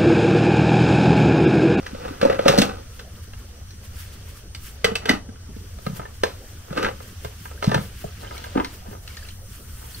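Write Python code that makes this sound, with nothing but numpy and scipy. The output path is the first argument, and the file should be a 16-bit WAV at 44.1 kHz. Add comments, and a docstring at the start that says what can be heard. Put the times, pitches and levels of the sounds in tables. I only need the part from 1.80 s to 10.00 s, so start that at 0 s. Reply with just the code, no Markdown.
"""A metal pot, a plate laid on it as a lid and snail shells in plastic bowls knock about in a yard
kitchen: struck bodies sum damped modes and a dense clack, and sliding excites them by random slips.
The covered table thuds as short low pushes; wet shells and drops tick as brief rising notes. Sleeves
and cloth, insects, a low distant rumble and outdoor hiss are shaped random spectra. The table sounds
differ in phase and level between the two channels, and wall and ground echoes follow them."""
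import sys
import numpy as np
from scipy import signal
from scipy.fft import rfft, irfft, next_fast_len
from scipy.io import wavfile
from scipy.ndimage import uniform_filter1d

SR = 44100
rng = np.random.default_rng(int(sys.argv[2]) if len(sys.argv) > 2 else 0)


def int16_out(signal):
    """Quantize to a 16-bit WAV file."""
    q = np.round(np.clip(np.atleast_2d(signal).T, -1, 1) * 32767)
    wavfile.write(sys.argv[1], SR, q.astype(np.int16))


N = 361619  # samples

# All levels are set ahead of the soft ceiling; those of table sounds also ahead of the stereo width.
# Blows on each body: [t/s, low level/dB, middle level/dB, bright level/dB, favoured mode f/Hz]
POT_STRIKES = [(0.064, -47, -24.5, -33.5, 1820), (0.147, -27.5, -39, -57.5, 1270),
               (0.28, -39, -35, -46, 1240), (0.414, -21, -17.5, -22, 1780), (0.428, -7.5, -25, -28.5, 1630),
               (0.451, -4.5, -34.5, -24, 1590), (0.498, -7, -20, -29.5, 1260),
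               (0.526, -26.5, -23.5, -36.5, 1600), (0.591, -9.5, -21.5, -34, 1250),
               (0.659, -4, -42.5, -37, 1580), (0.681, -7, -6.5, -6, 1826), (0.693, -9.5, -27, -21.5, 1270),
               (0.737, -9.5, -36, -31, 1440), (0.777, -8.5, -30.5, -16.5, 1000),
               (0.785, -9, -20, -6.5, 2010), (0.817, -10, -14.5, -10, 2670), (1.193, -40, -30, -34.5, 1207),
               (4.927, -25.5, -32, -39, 1280), (4.975, -21.5, -14, -26.5, 1524),
               (5.028, -38.5, -21, -25, 950), (5.046, -35, -13, -30, 1516),
               (5.064, -37.5, -18.5, -49, 1550), (5.086, -26, -25, -48, 1480)]
LID_STRIKES = [(2.748, -62.5, -32.5, -27, 3080), (3.044, -10.5, -8, -9.5, 1810),
               (3.116, -23.5, -36, -38, 2680), (3.154, -28.5, -15, -17, 2600),
               (3.256, -25, -20.5, -23, 1570), (3.292, -14.5, -5, -11, 1968), (3.336, -47, -29, -30, 1980),
               (3.489, -40.5, -41.5, -60.5, 1530), (3.557, -46, -45, -64, 1500),
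               (3.762, -39.5, -53, -46, 1260)]
BOWL_STRIKES = [(1.534, -44.5, -35, -43.5, 2690), (1.907, -72, -52.5, -36, 1770),
                (3.986, -38, -42, -43.5, 1240), (4.065, -22.5, -21.5, -28.5, 1270),
                (4.195, -32, -29.5, -52.5, 1260), (4.215, -40, -30, -56, 1380),
                (4.253, -33.5, -31.5, -60, 1740), (4.435, -8.5, -12, -17.5, 1670),
                (5.203, -35.5, -34, -56, 1160), (5.447, -26, -26, -31.5, 1440),
                (5.655, -44, -28.5, -51.5, 1500), (5.713, -35, -39, -59.5, 1250),
                (5.825, -21, -16.5, -30, 1370), (5.842, -18, -21, -22.5, 1100),
                (5.916, -16, -18.5, -25.5, 1770), (5.944, -12.5, -11.5, -18.5, 1800),
                (5.977, -21.5, -27, -48.5, 1370), (6.241, -23, -50.5, -46, 1590),
                (6.446, -46, -34.5, -46, 3000), (6.509, -35.5, -28.5, -58.5, 1300),
                (6.579, -46, -39, -27.5, 2210), (6.64, -56, -29.5, -33, 1510),
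                (6.666, -33.5, -36, -53, 1490), (6.756, -17.5, -42.5, -49, 1010),
                (6.775, -19.5, -16, -52.5, 1300), (6.799, -32.5, -16, -57, 1000),
                (6.846, -45, -23, -24, 2060), (7.137, -39, -50.5, -54, 1260),
                (7.276, -53, -39, -29.5, 2920), (7.369, -51.5, -39.5, -28.5, 1790),
                (7.487, -52, -51.5, -32.5, 2280)]
# Normal modes of each body: [f/Hz, level/dB, free t60/s]
POT_MODES = [(452.2, -13.5, 0.035), (544, 6.5, 0.068), (667, -11.5, 0.065), (839.5, -9.5, 0.04),
             (1279, -3.5, 0.07), (1550, 3, 0.082), (1683, 0.5, 0.0375), (1796, -10.5, 0.019),
             (2012, 2.5, 0.034), (2513, -14.5, 0.093), (2670, 4, 0.032), (2910, -0.5, 0.061),
             (3500, -15, 0.069), (4080, 2, 0.038), (4300, 4, 0.045), (5940, -12.5, 0.15),
             (6179, -7.5, 0.071), (7640, -7.5, 0.068)]
LID_MODES = [(453, 2, 0.15), (673, -8, 0.058), (1016, -7, 0.088), (1336, -4.5, 0.1), (1550, 7, 0.04),
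             (1988, 11, 0.053), (2130, 4, 0.083), (2200, -14.5, 0.079), (2640, 4, 0.087), (2940, -1, 0.1),
             (2965, 5.5, 0.3), (3206, 8.5, 0.03), (3554, 16, 0.033), (3720, -3.5, 0.074), (4660, 3.5, 0.13),
             (4565, 11, 0.0907), (6070, -8, 0.07), (7800, 3.5, 0.056)]
BOWL_MODES = [(429.6, -6, 0.14), (537, 0, 0.0567), (586, 7, 0.017), (670, 3.5, 0.033), (1000, 14.5, 0.151),
              (1270, 8, 0.071), (1600, 8.5, 0.052), (1770, 4.5, 0.13), (2100, 4, 0.13), (2270, -15.5, 0.12),
              (2770, 3, 0.038), (3253, -27, 0.046), (4144, 13, 0.024), (5040, 4.5, 0.0186)]
# Sliding and rattling between blows:
# [peak t/s, body level/dB, rise from 20 dB down/s (sign ignored), fall by 20 dB/s, bright share/dB]
POT_STROKES = [(0.062, -45, -3, 1.2, -7.5), (0.264, -33, 0.1, 0.14, -18.5), (0.425, -25, 0.012, 0.13, -18),
               (0.53, -28.5, 0.3, 0.12, -18.5), (0.66, -20, 0.012, 0.13, -16.5),
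               (0.72, -25, 0.2, 0.24, -10.5), (0.81, -26.5, -0.2, 0.16, -19), (0.9, -50, 0.05, 0.2, -22),
               (4.92, -39.5, -0.07, 0.07, -22), (4.98, -27, 0.04, 0.07, -15),
               (5.058, -25, 0.12, 0.07, -18.5)]
LID_STROKES = [(3.055, -27.5, 0.008, 0.115, -39), (3.235, -39, 0.062, 0.097, -15),
               (3.3, -20, 0.0304, 0.073, -13)]
BOWL_STROKES = [(4.076, -48, 0.082, 0.075, -18.5), (4.198, -39, 0.082, 0.094, -26),
                (4.445, -48, 0.008, 0.08, 6), (5.955, -24.5, 0.113, 0.0485, -21),
                (5.84, -42, 0.033, 0.155, 3.5), (6.43, -42.5, 0.0396, 0.54, -23),
                (6.6, -52, 0.13, 0.15, -19.5), (6.772, -20.5, 0.025, 0.071, -40),
                (7.14, -42.5, 0.28, 0.046, -22), (7.3, -60, 0.045, 0.18, -12),
                (7.46, -59.5, 0.15, 0.07, -4), (8.03, -53, 0.13, 0.17, -24)]
# Dull pushes through the table top and bowl bottoms: [t/s, peak level/dB, f/Hz]
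TABLE_PUSHES = [(0.129, -27, 234), (0.306, -26, 288), (0.426, -18, 226.7), (0.455, -12.5, 279),
                (0.591, -20.5, 347), (0.657, -14, 267.3), (0.693, -14.5, 166.4), (0.783, -3.5, 226),
                (0.798, -11, 225.4), (0.821, -11.5, 269.5), (3.042, -23, 183), (3.115, -24, 199),
                (3.298, -9, 259.3), (3.333, -17.5, 240), (3.486, -31, 236.4), (3.687, -35.5, 218),
                (3.761, -32.5, 230), (4.066, -18.5, 163.2), (4.094, -20.5, 155), (4.127, -27, 155.8),
                (4.187, -28, 136.7), (4.907, -24, 161), (4.979, -18.5, 276.4), (5.037, -26, 227.7),
                (5.447, -29, 118), (5.873, -5.5, 162), (5.957, -13, 140.7), (5.984, -20, 180),
                (6.244, -27, 152), (6.757, -11, 278), (6.775, -11.5, 265), (6.799, -20.5, 318),
                (7.083, -31, 210)]
# Ticks of wet shells and drops: [t/s, level/dB, starting f/Hz]
SHELL_TICKS = [(5.7763, -39, 1550), (6.4741, -35.5, 3020), (6.548, -34, 1280), (6.5685, -35, 2200),
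               (7.276, -39, 2885), (7.3044, -42, 2200), (7.3442, -42, 2100), (7.3731, -32.5, 1759),
               (7.3915, -42, 1740), (7.426, -36, 1653), (7.375, -37, 4600), (7.43, -39, 4600),
               (7.4494, -41, 2640), (7.4855, -41, 2270), (7.5058, -39, 3036), (8.145, -31, 4333)]
# Dense unresolved overtones of a knock: [f/Hz, level/dB per Hz]
CLACK_SPECTRUM = [(150, -3), (350, 3), (664, 4.5), (1060, 2), (1760, -5), (2710, -9.5), (3850, -11),
                  (6330, -18.5), (10000, -28), (16000, -30)]
# Edges between the low, middle and bright parts of a blow: [f/Hz]
BAND_EDGES = [900, 3500]

# Continuous cloth movement: [t/s, treble level/dB, extra level below the treble/dB]
CLOTH_MOVEMENT = [(0.0, -66.5, 10.5), (0.28, -60, 6.5), (0.95, -63, 6), (1.3, -62.5, 4.5), (2.0, -63, 4),
                  (2.3, -61.5, 7.5), (2.6, -61, 4), (2.73, -68, 4), (3.03, -69.5, 13.5), (3.49, -73, 10.5),
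                  (3.8, -59, 1.5), (4.27, -63, 5), (4.5, -58, 0), (5.2, -59.5, 5), (5.76, -58, 2.5),
                  (6.0, -58, 2.5), (6.6, -59, 10.5), (7.0, -59, 3.5), (7.2, -59.5, -5), (7.3, -55.5, 5),
                  (7.5, -55.5, 2), (7.6, -58.5, -5), (8.2, -48, -2)]
# Single sleeve swishes: [peak t/s, treble level/dB, rise and fall by 20 dB/s]
SLEEVE_SWISHES = [(1.162, -56, 0.11), (1.37, -59, 0.085), (1.44, -55.5, .04), (1.594, -55, .05),
                  (2.054, -50, 0.045), (2.205, -46.5, 0.119), (2.338, -52.5, 0.046), (2.495, -52.5, .08),
                  (2.575, -52, 0.057), (2.867, -46, 0.124), (4.068, -53.5, 0.14), (4.169, -44.5, 0.047),
                  (4.353, -58.5, .08), (4.702, -55.5, 0.087), (5.228, -51, .03), (5.282, -52, 0.094),
                  (5.453, -49.5, .08), (5.65, -51.5, 0.15), (5.823, -58, 0.044), (6.033, -47.5, 0.095),
                  (6.213, -49, 0.098), (6.42, -52, .05), (6.557, -50.5, .05), (6.65, -52, 0.06),
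                  (6.946, -49.5, 0.07), (7.121, -55, 0.092), (7.24, -55, 0.026), (7.749, -50.5, 0.11)]
# Spectrum of rubbed cloth: [f/Hz, level/dB per Hz]
CLOTH_SPECTRUM = [(500, -31.5), (900, -0.5), (1500, 8), (2400, 3.5), (3050, 8), (3800, 1.5), (4600, 3.5),
                  (6000, 1.5), (9300, 2.5), (11600, -1), (13000, 3), (16000, 0.5)]
# Air of the yard, in phase and in opposition in the channels: [f/Hz, level/dB per Hz]
AIR_COMMON = [(88, -50), (150, 3.5), (286, -6.5), (448, -4), (998, -19), (1260, -13), (1870, -20.5),
              (2980, -35), (5050, -32.5), (5790, -18), (7040, -35), (9260, -22), (10200, -37.5),
              (13200, -34), (16000, -47.5)]
AIR_OPPOSED = [(35, -17), (60, 15), (113, 1), (301, -6), (540, 0.5), (785, -2), (1140, -1.5), (1340, -20),
               (2840, -11.5), (5860, -2.5), (7060, -7.5), (9350, -9.5), (10500, -16), (13600, -14.5),
               (16000, -13)]
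# Distant rumble: [f/Hz, level/dB per Hz]
RUMBLE_SPECTRUM = [(8.8, -1.5), (15, -16.5), (70, 1.5), (91, 2), (117, -11), (150, -19), (195, -17.5),
                   (225, -18), (260, -26.5), (340, -43), (570, -120)]
# Insect chirr, its higher band louder near the end:
# [centre f/Hz, width/Hz, relative level/dB, late level change/dB]
CHIRR_BANDS = [(5900, 450, 0, 0), (9100, 450, -1, 7)]

# Phase difference between the channels: [f/Hz, phase/rad (negative is a lag of the far channel)]
CHANNEL_PHASE = [(0, 0), (100, -.3), (250, -.8), (500, -1.75), (860, -2.3), (1030, -3.3), (1140, -3.6),
                 (1260, -6.7), (2600, -6.7), (4000, -8.8), (5000, -8.5), (6000, -6.6), (7000, -8.7),
                 (9000, -7.3), (16000, -8.4)]
# Level difference between the channels: [f/Hz, far minus near level/dB]
CHANNEL_LEVEL = [(2300, 0), (2930, 1.5), (3900, 0.5), (5200, -6), (6500, -2), (9000, -4), (12000, 0)]
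# Decay of wall and ground echoes: [f/Hz, t60/s]
YARD_DECAY = [(200, 0.32), (1000, 0.178), (4000, 0.1835), (12000, 0.2)]

AIR_COMMON_DB, AIR_OPPOSED_DB, RUMBLE_DB, INSECTS_DB = -53.5, -54.5, -41, -63.5  # RMS
SWISH_LOWER_DB = -1.5  # a swish is thinner below the treble
ECHO_DB = -9.5
THUD_T60_S, THUD_T60_S_PER_DB = 0.017, 0.001  # the hardest pushes are pressed down and die soonest
CROSS_S = 6.2  # the bowl is carried from right to left: near and far channel change places
LATE_S = 7.25  # the higher insect band grows louder from here
EDGE_HZ = 15740  # upper band limit


def amp(db):
    """A level in decibels is twenty times the logarithm of the amplitude ratio."""
    return 10 ** (np.asarray(db) / 20)


def evened(x):
    """Dividing by the root mean square brings a signal to unit effective value."""
    return x / np.sqrt(np.mean(x ** 2) + 1e-20)


def read(points, hz):
    """A spectrum is interpolated along logarithmic frequency."""
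    f, value = np.transpose(points)
    return np.interp(np.log(hz + 1), np.log(f + 1), value)


def add(mix, s, sound):
    """Superposition: a sound is summed into the mix from time s."""
    part = mix[max(round(s * SR), 0):][:len(sound)]
    part += sound[:len(part)]


def noise(shape_db, patchy_db, size):
    """Gaussian short-time spectra follow the level shape_db(hz, t), roughened by drifting patches."""
    frames = 4 * N // size + 5
    hz = np.fft.rfftfreq(size, 1 / SR)[:, None]
    t = np.arange(frames) * size / 4 / SR
    real, imaginary, patches = rng.standard_normal((frames, len(hz), 3)).T
    patches = uniform_filter1d(patches, size=8, axis=0)  # across frequency
    patches = evened(uniform_filter1d(patches, size=10, axis=1))  # across time
    spectra = (real + 1j * imaginary) * amp(shape_db(hz, t) + patchy_db * patches)
    return signal.istft(spectra, nperseg=size, noverlap=3 * size // 4)[1][:N]


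def yard_air():
    """Coherence: lumpy rumble is alike in both channels; faint hiss has common and opposed parts."""
    rumble = evened(noise(lambda hz, t: read(RUMBLE_SPECTRUM, hz), 1.22, size=2048))
    hiss = evened(noise(lambda hz, t: read(AIR_COMMON, hz), 4.6, size=1024))
    common = amp(AIR_COMMON_DB) * hiss + amp(RUMBLE_DB) * rumble
    opposed = evened(noise(lambda hz, t: read(AIR_OPPOSED, hz), 1.7, size=1024))
    opposed *= amp(AIR_OPPOSED_DB)
    return np.array([common + opposed, common - opposed])


def insects():
    """Narrow-band noise: resonance-shaped bands of hiss, incoherent between the channels."""
    centre_hz, width_hz, db, late_db = np.transpose(CHIRR_BANDS)[:, :, None, None]

    def shape_db(hz, t):
        late = np.clip((t - LATE_S) / 0.15, 0, 1)
        level = amp(db + late_db * late)
        resonance = 1 / (1 + (2 * (hz - centre_hz) / width_hz) ** 2)
        return 20 * np.log10((level / np.sqrt(width_hz) * resonance).sum(0))

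    return amp(INSECTS_DB) * np.array([evened(noise(shape_db, 1.8, size=1024)) for _ in "LR"])


def rustle(alike, apart):
    """Friction noise: cloth hiss swells with movement and swishes, partly alike in the channels."""
    s, bed_db, lower_db = np.transpose(CLOTH_MOVEMENT)
    at, peak_db, length = np.transpose(SLEEVE_SWISHES)[:, :, None]

    def shape_db(hz, t):
        below = np.clip(np.log2(10000 / (hz + 50)), 0, 1)  # 0 in the treble, 1 from an octave below
        swish = (amp(peak_db - 20 * abs(t - at) / length) ** 2).sum(0)
        swish = swish * amp(SWISH_LOWER_DB * below) ** 2
        bed = amp(np.interp(t, s, bed_db) + np.interp(t, s, lower_db) * below) ** 2
        return read(CLOTH_SPECTRUM, hz) + 10 * np.log10(bed + swish)  # powers add

    # takes the loudness of the cloth spectrum itself out of the levels
    cloth = amp(read(CLOTH_SPECTRUM, np.fft.rfftfreq(256, 1 / SR)))
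    steady = np.linalg.norm(cloth) * np.sqrt(2 / 3)
    shared, left, right = (noise(shape_db, 2.2, size=256) / steady for _ in range(3))
    return alike * shared + apart * np.array([left, right])


def clack(white):
    """High modal density: noise coloured like a knock, in overlapping low, middle and bright parts."""
    hz = np.fft.rfftfreq(len(white), 1 / SR)
    below = 1 / (1 + (hz / np.array(BAND_EDGES)[:, None]) ** 6)
    powers = np.abs([below[0], below[1] - below[0], 1 - below[1]])
    spectra = rfft(white) * amp(read(CLACK_SPECTRUM, hz)) * np.sqrt(powers)
    parts = irfft(spectra, len(white))
    return parts / parts.std(1)[:, None]


def rings(modes, grip_db, free_db, phase=0):
    """Damping: contact kills each mode fast (grip_db a second at 2 kHz), leaving a faint free ring."""
    t = np.arange(SR // 5) / SR
    hz, db, t60 = np.transpose(modes)[:, :, None]
    gripped = amp(-abs(grip_db) * t * (hz / 2000) ** 0.44)  # faster up high
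    fade = amp(-60 * t / t60) * (gripped + amp(free_db))
    ring = amp(db) * fade * np.sin(2 * np.pi * (hz * t + phase))
    group = np.searchsorted(BAND_EDGES, hz[:, 0])  # 0 low, 1 middle, 2 bright
    return ring, group


def drag(strokes, modes, per_s, grain_db, grip_db, dense_db):
    """Stick-slip: dense uneven slips (per_s a second) shake a held body; strokes swell and fade."""
    out = np.zeros(N)
    t = np.arange(-SR // 5, 2 * SR // 5) / SR  # about the stroke's peak
    ring, group = rings(modes, grip_db, free_db=-31)
    ring = ring * (np.transpose(modes)[0][:, None] / 1500) ** -.7  # soft slips shake high modes less
    for s, db, rise_s, fall_s, bright_db in strokes:
        luck = rng.random((len(t), 3))
        slip_size = amp(-grain_db * np.log(luck[:, 1] + 0.074))
        slips = (luck[:, 0] < per_s / SR) * slip_size * np.sign(luck[:, 2] - .5)
        low, middle, bright = clack(slips)
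        ringing = signal.fftconvolve(slips, ring[group < 2].sum(0))[:len(t)]
        body = evened(ringing) + amp(dense_db) * (1.25 * low + middle)
        sound = evened(body) + amp(bright_db) * bright
        stroke_db = db - 20 * np.maximum(-t / abs(rise_s), t / abs(fall_s)) ** 1.147
        sound = sound * amp(stroke_db) * signal.windows.tukey(len(t), .5)
        start = max(round(-(s + t[0]) * SR), 0)  # skips what would fall before time zero
        add(out, s + t[start], sound[start:])
    return out


def blows(table, modes, clack_db, clack_s, tail_db, tail_s, grip_db, free_db, touch_s):
    """Impact: the ring builds up during contact; its place decides which modes top the dense clack."""
    out = np.zeros(N)
    t = np.arange(SR // 5) / SR
    hz = np.transpose(modes)[0]
    luck = rng.standard_normal((len(table), len(t) + 2 * len(modes)))
    clack_fade = np.exp(-t / (clack_s + touch_s)) + amp(tail_db) * np.exp(-t / tail_s)
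    clack_fade = (1 - np.exp(-t / 0.00013)) * clack_fade  # very short onset
    for (s, *levels_db, favoured_hz), draw in zip(table, luck):
        ring, group = rings(modes, grip_db, free_db, phase=draw[-len(hz):, None])
        ring = ring * (1 - np.exp(-(t / touch_s) ** 2))
        favour_db = 13.4 * np.exp(-(np.log(hz / favoured_hz) / 0.074) ** 2)
        place = amp(2.3 * draw[len(t):-len(hz)] + favour_db)
        for k, (db, dense) in enumerate(zip(levels_db, clack(draw[:len(t)]))):
            part = place[group == k] @ ring[group == k]
            part = part / abs(part).max() + amp(clack_db[k]) * dense * clack_fade
            add(out, s, amp(db) * part / abs(part).max())
    return out


def pot():
    """Modal vibration of a metal pot, excited by sliding and by blows."""
    struck = blows(POT_STRIKES, POT_MODES, [-16, -8, -3], clack_s=0.004, tail_db=-7.0, tail_s=0.0231,
                   grip_db=801.5, free_db=-36, touch_s=0.0024)
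    return struck + drag(POT_STROKES, POT_MODES, per_s=900, grain_db=4.5, grip_db=500, dense_db=-4)


def thuds():
    """Heavy damping: a low push swells for about one cycle, then dies."""
    out = np.zeros(N)
    t = np.arange(SR // 4) / SR
    for s, db, hz in TABLE_PUSHES:
        t60 = THUD_T60_S - THUD_T60_S_PER_DB * db
        rise_s = 1.11 / hz + 0.00076
        swell = np.sin(np.pi / 2 * np.minimum(t / rise_s, 1)) ** 2
        fade = amp(-60 * np.maximum(t - rise_s, 0) / t60)
        push = swell * fade * np.sin(2 * np.pi * hz * t)
        add(out, s, amp(db) * push / abs(push).max())
    return out


def bowl():
    """Modal vibration of plastic bowls, excited by knocking and sliding."""
    struck = blows(BOWL_STRIKES, BOWL_MODES, [-14, -10, -3], clack_s=0.0025, tail_db=-16.5, tail_s=0.054,
                   grip_db=795.5, free_db=-30.5, touch_s=0.0016)
    return struck + drag(BOWL_STROKES, BOWL_MODES, per_s=450, grain_db=5, grip_db=600, dense_db=-5)


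def lid():
    """Modal vibration of the plate laid on the pot, excited by blows and sliding."""
    struck = blows(LID_STRIKES, LID_MODES, [-16, -12, -5], clack_s=0.0051, tail_db=-14.5, tail_s=0.0292,
                   grip_db=902.5, free_db=-21.5, touch_s=0.0021)
    return struck + drag(LID_STROKES, LID_MODES, per_s=1100, grain_db=1.5, grip_db=600, dense_db=-3)


def pips():
    """Frequency glide: short notes whose phase grows quadratically, so the pitch rises a little."""
    out = np.zeros(N)
    t = np.arange(1500) / SR
    envelope = t / 0.00332 * np.exp(1 - t / 0.00222)
    for s, db, hz in SHELL_TICKS:
        add(out, s, amp(db) * envelope * np.sin(2 * np.pi * hz * t * (1 + 2.2 * t)))
    return out


def stereo_width(x):
    """Stereo width: the two channels differ in phase and level by frequency."""
    size = next_fast_len(N)
    hz = np.fft.rfftfreq(size, 1 / SR)
    # half of the difference goes to each channel
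    half = np.exp(1j * read(CHANNEL_PHASE, hz) / 2) * amp(read(CHANNEL_LEVEL, hz) / 2)
    far_near = irfft(rfft(x, size) * np.array([half, 1 / half]), size)[:, :N]
    return np.where(np.arange(N) < CROSS_S * SR, far_near, far_near[::-1])


def echoes(x):
    """Reverberation: sparse random-sign taps, each band with its own decay, more alike in the bass."""
    taps = np.zeros((2, SR // 2))
    slots = np.arange(150, SR // 2 - 20, 20)  # one tap in every 20 samples
    at = slots + rng.integers(0, 20, (2, (SR // 2 - 151) // 20))
    np.put_along_axis(taps, at, rng.choice([-1., 1.], at.shape), 1)
    hz, t, (common, opposed) = signal.stft(taps, SR, nperseg=512)
    opposed = opposed * (hz / (hz + 250))[:, None]
    decay = amp(-60 * t / read(YARD_DECAY, hz)[:, None])
    spectra = np.array([common + opposed, common - opposed]) * decay
    tail = signal.istft(spectra, SR, nperseg=512)[1]
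    return signal.fftconvolve(x[None], tail / np.linalg.norm(tail[0]), axes=1)[:, :N]


def scene():
    """Superposition of the table sounds, direct and echoed, with cloth, insects and yard air."""
    table = pot() + thuds() + bowl() + lid() + pips()
    heard = stereo_width(table) + amp(ECHO_DB) * echoes(table)
    return heard + rustle(alike=1.0, apart=1.46) + insects() + yard_air()


def record(dry):
    """Saturation: a soft ceiling bends the loudest blows, then a low-pass limits the band."""
    held = 1.475 * np.tanh(dry / 1.178)
    low_pass = signal.firwin(1535, EDGE_HZ, window=("kaiser", 9), fs=SR)
    return signal.oaconvolve(held, low_pass[None], "same")


dry = scene()
out = record(dry)
int16_out(out)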